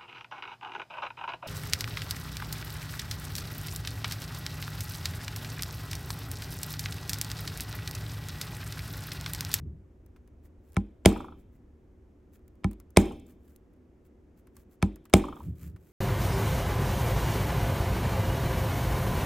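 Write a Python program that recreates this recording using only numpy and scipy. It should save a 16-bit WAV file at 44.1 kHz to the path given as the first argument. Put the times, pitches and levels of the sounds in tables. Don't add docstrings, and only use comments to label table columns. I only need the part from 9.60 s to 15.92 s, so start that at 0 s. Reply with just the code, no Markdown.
import sys
import numpy as np
from scipy import signal
from scipy.fft import rfft, irfft, next_fast_len
from scipy.io import wavfile
from scipy.ndimage import uniform_filter1d

SR = 44100
rng = np.random.default_rng(int(sys.argv[2]) if len(sys.argv) > 2 else 0)


def generate_wav(signal):
    frames = np.transpose(np.atleast_2d(signal))
    scaled = np.clip(frames, -1, 1) * 32767
    pcm = np.round(scaled).astype(np.int16)
    wavfile.write(sys.argv[1], SR, pcm)


N = 278712
TIME = np.arange(N) / SR
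AGE = np.arange(SR) / SR

# frequency in Hz, relative level in dB.
RUMBLE_COLOUR = [(20, -15.5), (45, -1.5), (76, 1.5), (115, -10.5), (200, -30), (500, -69)]
VENT_COLOUR = [(60, -21.5), (130, -6.5), (235, -2), (370, -5.5), (760, -20.5), (1100, -25.5), (2100, -32),
               (4300, -45), (6700, -43.5), (9800, -51), (13000, -49.5), (16000, -54)]
# frequency in Hz, level in dB.
HUM_TONES = [(238, -70), (298, -71.5), (370, -68)]
# frequency in Hz, left-right correlation.
AMBIENT_COHERENCE = [(100, 1), (400, 0.74), (1500, 0.41), (6000, 0.72)]
ROOM_COHERENCE = [(100, 0.99), (300, 1), (700, 0.46), (1400, 1), (3500, 1), (6000, 0.4), (9000, 1)]
# centre in seconds, half length in seconds, level in dB.
HAND_SHIFTS = [(.05, .11, -37.5), (5.895, .05, -31.5), (6.08, .1, -41)]
CONTACT_CLUSTERS = [(.855, 0.02, -69), (1.1, .06, -75), (1.8, .025, -73.5), (1.95, .03, -79),
                    (2.75, 0.02, -66.5), (3.7, 0.034, -67), (3.89, 0.071, -73.5), (4.46, .015, -71.5),
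                    (4.79, 0.018, -71), (4.99, .035, -66.5), (5.13, .025, -70), (5.82, 0.0814, -65.5),
                    (6.035, 0.057, -59), (6.29, 0.093, -71)]
# start in seconds, relative levels of tip and body in dB.
LEATHER_TICKS = [(0.4626, -51, -65), (0.562, -74, -53), (0.676, -55, -60.5), (1.121, -48, -68),
                 (1.132, -51, -60), (1.144, -47, -56), (2.8798, -49, -63.5), (3.1121, -41, -50),
                 (3.132, -45, -55), (3.2005, -41, -52.5), (3.305, -49, -66), (3.9613, -41.5, -68.5),
                 (4.871, -52.5, -55.5), (4.9675, -39.5, -52.5), (5.3585, -41.5, -50.5), (5.454, -43, -48.5),
                 (5.4978, -49, -54), (6.1614, -61.5, -51)]
# frequency in Hz, relative level in dB.
HAND_COLOUR = [(18, -46), (30, -57), (75, 9.5), (135, -5.5), (171, 0.5), (214, -14.5), (335, -18.5),
               (545, -41), (700, -43), (910, -67), (1540, -120)]
CLUSTER_COLOUR = [(500, -18), (1200, 12), (2000, 9), (3500, 2.5), (5500, 2.5), (7500, 7), (9500, 1),
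                  (11500, 8), (15500, 7)]
TICK_TIP_COLOUR = [(1000, -13), (3000, -10), (6000, 0), (9000, 0), (12000, 3), (16000, 1)]
TICK_BODY_COLOUR = [(400, -16), (1000, 10.5), (2100, 2.5), (4000, -7.5), (9000, -12)]
# start in seconds, first gap in seconds,
# number of clacks, relative level of the loudest in dB, first pitch in Hz.
ROCKING_RUNS = [(1.516, .0446, 6, -32, 1150), (3.464, .0455, 2, -38.5, 920), (5.594, .0455, 6, -30, 950)]
# frequency in Hz, relative level in dB.
CLACK_COLOUR = [(450, -25), (780, -2), (1000, 0), (1220, -4), (1600, -30), (2400, -42), (3000, -20),
                (3800, -46), (12000, -65)]
LANDING_COLOUR = [(2000, -24.5), (5000, -12.5), (6700, -2.5), (7800, 2.5), (9500, -12), (13000, -9.5),
                  (16000, -12.5)]
# frequency in Hz, relative level in dB.
TOOL_MODES = [(2202, 0), (2272, -3), (2358, 0), (2422, -1), (2630, -1.5), (2945, -7), (3138, 2), (3424, 0),
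              (3623, -1), (5152, -6), (5329, -3), (6412, -8), (7467, -5), (7612, -3), (8156, -5),
              (8845, -4), (9150, 2), (10900, -3)]
# frequency in Hz, relative level in dB.
REVERB_COLOUR = [(30, -4), (75, 4), (130, -1), (300, 9), (500, 1), (900, 0), (1200, -8), (1500, -12.5),
                 (2000, -14.5), (2450, -11), (2850, -18.5), (3500, -14), (4400, -24.5), (8000, -28.5),
                 (15000, -37)]
# frequency in Hz, time to fall 60 dB (t60) in seconds.
REVERB_T60 = [(60, 1), (300, 0.74), (1000, 0.27), (1800, .36), (3300, 0.48), (8000, 0.42), (15000, 0.6)]
# frequency in Hz, relative level in dB, t60 in seconds.
BENCH_ROOM_MODES = [(51.3, -21, 0.32), (91, -11, 0.125), (186, -5, 0.078), (203, -14.5, .22),
                    (234, -22.5, .21), (245, -32, 0.28), (276, -31, 0.2), (301, -26, .36),
                    (322, -22.5, 0.32), (370.5, -25, 0.36), (447, -32, 0.3), (432, -1.5, 0.015),
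                    (579, -36, 0.3), (630, -2.5, 0.015), (784, -33, 0.07), (796, -39, 0.49)]
HEAD_MODES = [(680, -3, .022), (800, -7.5, .085), (940, -2, .02), (1025, -10.5, .065), (1270, -.5, .022),
              (1420, -4.5, .017), (1750, -5, .018), (2230, -2.5, .02)]
# frequency in Hz, relative level in dB.
SCUFF_COLOUR = [(100, -3), (400, 3), (1000, -4), (2500, -7), (6000, -17), (9000, -31), (15000, -50)]
CRACK_COLOUR = [(300, -25), (900, -2), (3500, -2), (4500, -3.5), (9500, -5.5), (11500, -11.5),
                (16000, -15.5)]
# frequency in Hz, relative level in dB.
STAMP_MODES = [(1030, -6.5), (1330, -4), (1750, -11), (2290, 2.5), (2550, -6), (3300, -4.5), (3620, -6),
               (4400, -12.5), (5080, -5.5), (6190, -6), (7650, -6.5), (8430, -5.5), (9300, -0.5),
               (11100, -16), (12300, -13), (13500, -19.5), (15400, -18)]
# start in seconds, force in dB relative to a full blow,
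# gain of the knock in dB, extra gain of the crack in dB.
MALLET_BLOWS = [(1.1666, -6.7, -23.5, 0), (1.4576, 0, -20.5, 1), (3.0433, -7.4, -25, -1),
                (3.3706, 0, -19.5, -1.5), (5.2256, -5, -22.5, .5), (5.5372, 0, -17, .5)]


def amp(db):
    return 10 ** (np.asarray(db) / 20)


def unit(x):
    return x / np.sqrt(np.mean(x ** 2) + 1e-20)


def along(points, hz):
    knots_hz, values = np.transpose(points)
    return np.interp(np.log(hz + 1), np.log(knots_hz), values)


def filtered(x, response):
    size = x.shape[-1]
    padded = next_fast_len(size + 8192)
    return irfft(rfft(x, padded) * response(np.fft.rfftfreq(padded, 1 / SR)), padded)[..., :size]


def noise(colour, size, coherence=ROOM_COHERENCE):
    def shape(hz):
        angle = np.arccos(np.clip(along(coherence, hz), -1, 1)) / 2
        return amp(along(colour, hz)) * [np.cos(angle), np.sin(angle)]
    mid, side = filtered(rng.standard_normal((2, size)), shape)
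    return unit(np.array([mid + side, mid - side]))


def wobble(rate_hz, size):
    knots = rng.standard_normal(size // 10)
    return np.interp(np.arange(size) * rate_hz / SR, np.arange(len(knots)), knots)


def add(track, start_s, sound):
    start = max(round(start_s * SR), 0)
    part = sound[..., :N - start]
    track[:, start:start + part.shape[-1]] += part


def rolloff(hz, cutoff_hz, slope):
    return 1 / np.sqrt(1 + (hz / cutoff_hz) ** slope)


def dulled(x, cutoff_hz):
    pole = np.exp(-2 * np.pi * cutoff_hz / SR)
    return signal.lfilter([1 - pole], [1, -pole], x)


def grainy_swells(rows, colour, grain_db, grain_hz):
    envelope = sum(amp(db) * np.exp(-((TIME - centre) / half) ** 2) for centre, half, db in rows)
    return envelope * unit(amp(grain_db * wobble(grain_hz, N)) * noise(colour, N))


def ambience(rumble_db=-54, fade_db_per_s=1.4, vent_db=-61.8):
    rumble = amp(rumble_db - fade_db_per_s * TIME) * noise(RUMBLE_COLOUR, N, AMBIENT_COHERENCE)
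    vent = amp(vent_db) * noise(VENT_COLOUR, N, AMBIENT_COHERENCE)
    hum = sum(amp(db) * np.sin(2 * np.pi * hz * TIME + rng.uniform(0, 2 * np.pi))
              for hz, db in HUM_TONES)
    return rumble + vent + hum


def hand():
    return grainy_swells(HAND_SHIFTS, HAND_COLOUR, grain_db=2.5, grain_hz=40)


def contact_clusters():
    return grainy_swells(CONTACT_CLUSTERS, CLUSTER_COLOUR, grain_db=4, grain_hz=660)


def ticks(tip_t60=0.012, body_t60=0.053, gain_db=-7, stray_count=14):
    out, t = np.zeros((2, N)), AGE[:SR // 10]
    strays = [(when * N / SR, -66 + 4 * (2 * size - 1), -76)
              for when, size in rng.random((stray_count, 2))]
    for start, tip_db, body_db in LEATHER_TICKS + strays:
        tip = amp(tip_db - 60 * t / tip_t60) * noise(TICK_TIP_COLOUR, len(t))
        body = amp(body_db - 60 * t / body_t60) * noise(TICK_BODY_COLOUR, len(t))
        add(out, start, amp(gain_db) * (tip + body))
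    return out


def jingling(delay_s=.03, jingle_half_s=.022, clink_half_s=.004, mean_gap_s=.05, loss_db=3.5, clinks=4):
    swells = []
    gap_factors = rng.uniform(.5, 1.5, (len(MALLET_BLOWS), clinks))
    for (start, force_db, *_), gaps in zip(MALLET_BLOWS, gap_factors):
        landing = start + delay_s
        jingle_db = -45.5 + 4.5 * force_db
        swells.append((landing, jingle_half_s, jingle_db))
        for k, wait in enumerate(mean_gap_s * np.cumsum(gaps)):
            swells.append((landing + wait, clink_half_s, jingle_db - 10 - loss_db * k))
    return grainy_swells(swells, LANDING_COLOUR, grain_db=4, grain_hz=600)


def rocking(t60=0.023, rise_s=0.0016, gain_db=4, gap_ratio=.959, loss_db=3.2, rest_hz=1100, settle=.6):
    out, t = np.zeros((2, N)), AGE[:SR // 4]
    room_linger = amp(-19 - 60 * t / 0.19)
    envelope = (amp(-60 * t / t60) + room_linger) * (1 - np.exp(-t / rise_s))
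    for start, gap, count, db, first_hz in ROCKING_RUNS:
        for k in range(round(count)):
            pitch_hz = rest_hz + (first_hz - rest_hz) * settle ** k
            colour = np.array(CLACK_COLOUR) * [pitch_hz / 1000, 1]
            drop_db = 6.5 if k == 0 else loss_db * (k - 1)
            onset = start + gap * np.sum(gap_ratio ** np.arange(k))
            add(out, onset, amp(db - drop_db + gain_db) * envelope * noise(colour, len(t)))
    return out


def room_tail(gain_db=-22, rise_s=0.00083, patchy_db=3):
    hz, t, spectrum = signal.stft(noise(REVERB_COLOUR, SR), SR, nperseg=256)
    speckle = rng.standard_normal(spectrum.shape[1:])
    patches = unit(uniform_filter1d(uniform_filter1d(speckle, 3, axis=0), 5, axis=1))
    scatter_db = patchy_db * patches * (1 - rolloff(hz, 1100, slope=4))[:, None]
    decay_db = 60 * t / along(REVERB_T60, hz)[:, None]
    _, tail = signal.istft(spectrum * amp(scatter_db - decay_db), SR, nperseg=256)
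    return amp(gain_db) * tail[:, :SR] * (1 - np.exp(-AGE / rise_s))


def tool_ring(rise_s=0.0046, chatter_db=2.5, chatter_hz=55, waver_rad=.85, vary_db=1.5):
    t = AGE[:SR // 2]
    ring = np.zeros((2, len(t)))
    for hz, db in TOOL_MODES:
        t60 = np.interp(hz, [3500, 7500], [.6, .35])
        phase = 2 * np.pi * hz * t + waver_rad * wobble(chatter_hz, len(t)) + rng.uniform(0, 2 * np.pi)
        stereo_phase = rng.normal(0, .4, (2, 1))
        mode_db = db + rng.normal(0, vary_db) + chatter_db * wobble(chatter_hz, len(t))
        ring += amp(mode_db - 60 * t / t60) * np.sin(phase + stereo_phase)
    return ring * (1 - np.exp(-t / rise_s))


def low_thump(cutoff_hz, delay_s, lean_db=0.56, stereo_lag_s=.00005):
    side = np.array([[1], [-1]])
    t = np.maximum(AGE[:SR // 2] - delay_s + side * stereo_lag_s, 0)
    thump = np.zeros_like(t)
    for k, (hz, db, t60) in enumerate(BENCH_ROOM_MODES):
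        sign = (-1) ** k
        side_db = sign * side * lean_db * (hz > 190)
        envelope = rolloff(hz, cutoff_hz, slope=5.5) * amp(db + side_db - 60 * t / t60)
        thump += sign * envelope * np.sin(2 * np.pi * hz * t)
    return thump


def leather_scuff(lead_s, rise_s=.0006, t60=.06):
    t = AGE[:SR // 50]
    press = (1 - np.exp(-t / rise_s)) * amp(-60 * t / t60) * np.clip(2 - t / lead_s, 0, 1)
    return press * noise(SCUFF_COLOUR, len(t))


def head_knock(rise_s=0.00076):
    t = AGE[:SR // 10]
    ring = np.zeros((2, len(t)))
    for k, (hz, db, t60) in enumerate(HEAD_MODES):
        stereo_phase = rng.normal(0, 0.38, (2, 1))
        ring += (-1) ** k * amp(db - 60 * t / t60) * np.sin(2 * np.pi * hz * t + stereo_phase)
    return ring * (1 - np.exp(-t / rise_s))


def stamp_crack(contact_s=.0029, grit_db=-10, scatter_db=-22, scatter_t60=0.09, skew_rad=0.26):
    t = AGE[:SR // 10]
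    hz, db = np.transpose(STAMP_MODES)[:, :, None]
    phase = 2 * np.pi * hz * t + rng.uniform(0, 2 * np.pi, hz.shape)
    skew = skew_rad * rng.choice([-1, 1], hz.shape) * rolloff(hz, 6700, slope=5.3)
    gain = amp(db + rng.normal(0, 1, hz.shape))
    ring = unit(np.array([np.sum(gain * np.sin(phase + side * skew), 0) for side in (1, -1)]))
    grit = noise(CRACK_COLOUR, len(t))
    press = (1 - np.exp(-t / .0002)) * np.exp(-(t / contact_s) ** 6)
    scatter = amp(scatter_db - 60 * t / scatter_t60) * grit
    return press * (ring + amp(grit_db) * grit) + scatter


def mallet(bright_hz=12000, soft_thump_hz=220, hard_thump_hz=1500, lead_s=.0075):
    out = np.zeros((2, N))
    for start, force_db, knock_db, crack_db in MALLET_BLOWS:
        force = amp(force_db)
        cutoff_hz = bright_hz * force ** 1.9
        thump_hz = soft_thump_hz + (hard_thump_hz - soft_thump_hz) * force ** 6.5
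        push_delay_s = .0026 - .00019 * force_db
        scuff = amp(-29) * force ** 2.4 * dulled(leather_scuff(lead_s), cutoff_hz)
        crack = amp(crack_db - 10.2) * force ** 2.3 * dulled(stamp_crack(), cutoff_hz)
        knock = amp(knock_db) * head_knock()
        thump = force ** .95 * low_thump(thump_hz, push_delay_s)
        tools = amp(-55) * force ** 3.7 * dulled(tool_ring(), cutoff_hz)
        room = amp(-6.3) * force ** 3.15 * dulled(room_tail(), cutoff_hz)
        add(out, start - lead_s, scuff)
        for part in (crack, knock, thump, tools, room):
            add(out, start, part)
    return out


def scene():
    return contact_clusters() + mallet() + rocking() + jingling() + ticks() + hand() + ambience()


def record(dry, ceiling=0.9, top_hz=16300, edge_hz=600):
    rounded = dry / (1 + np.abs(dry / ceiling) ** 6) ** (1 / 6)
    return filtered(rounded, lambda hz: np.clip((top_hz - hz) / edge_hz + .5, 0, 1))


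dry = scene()
out = record(dry)
generate_wav(out)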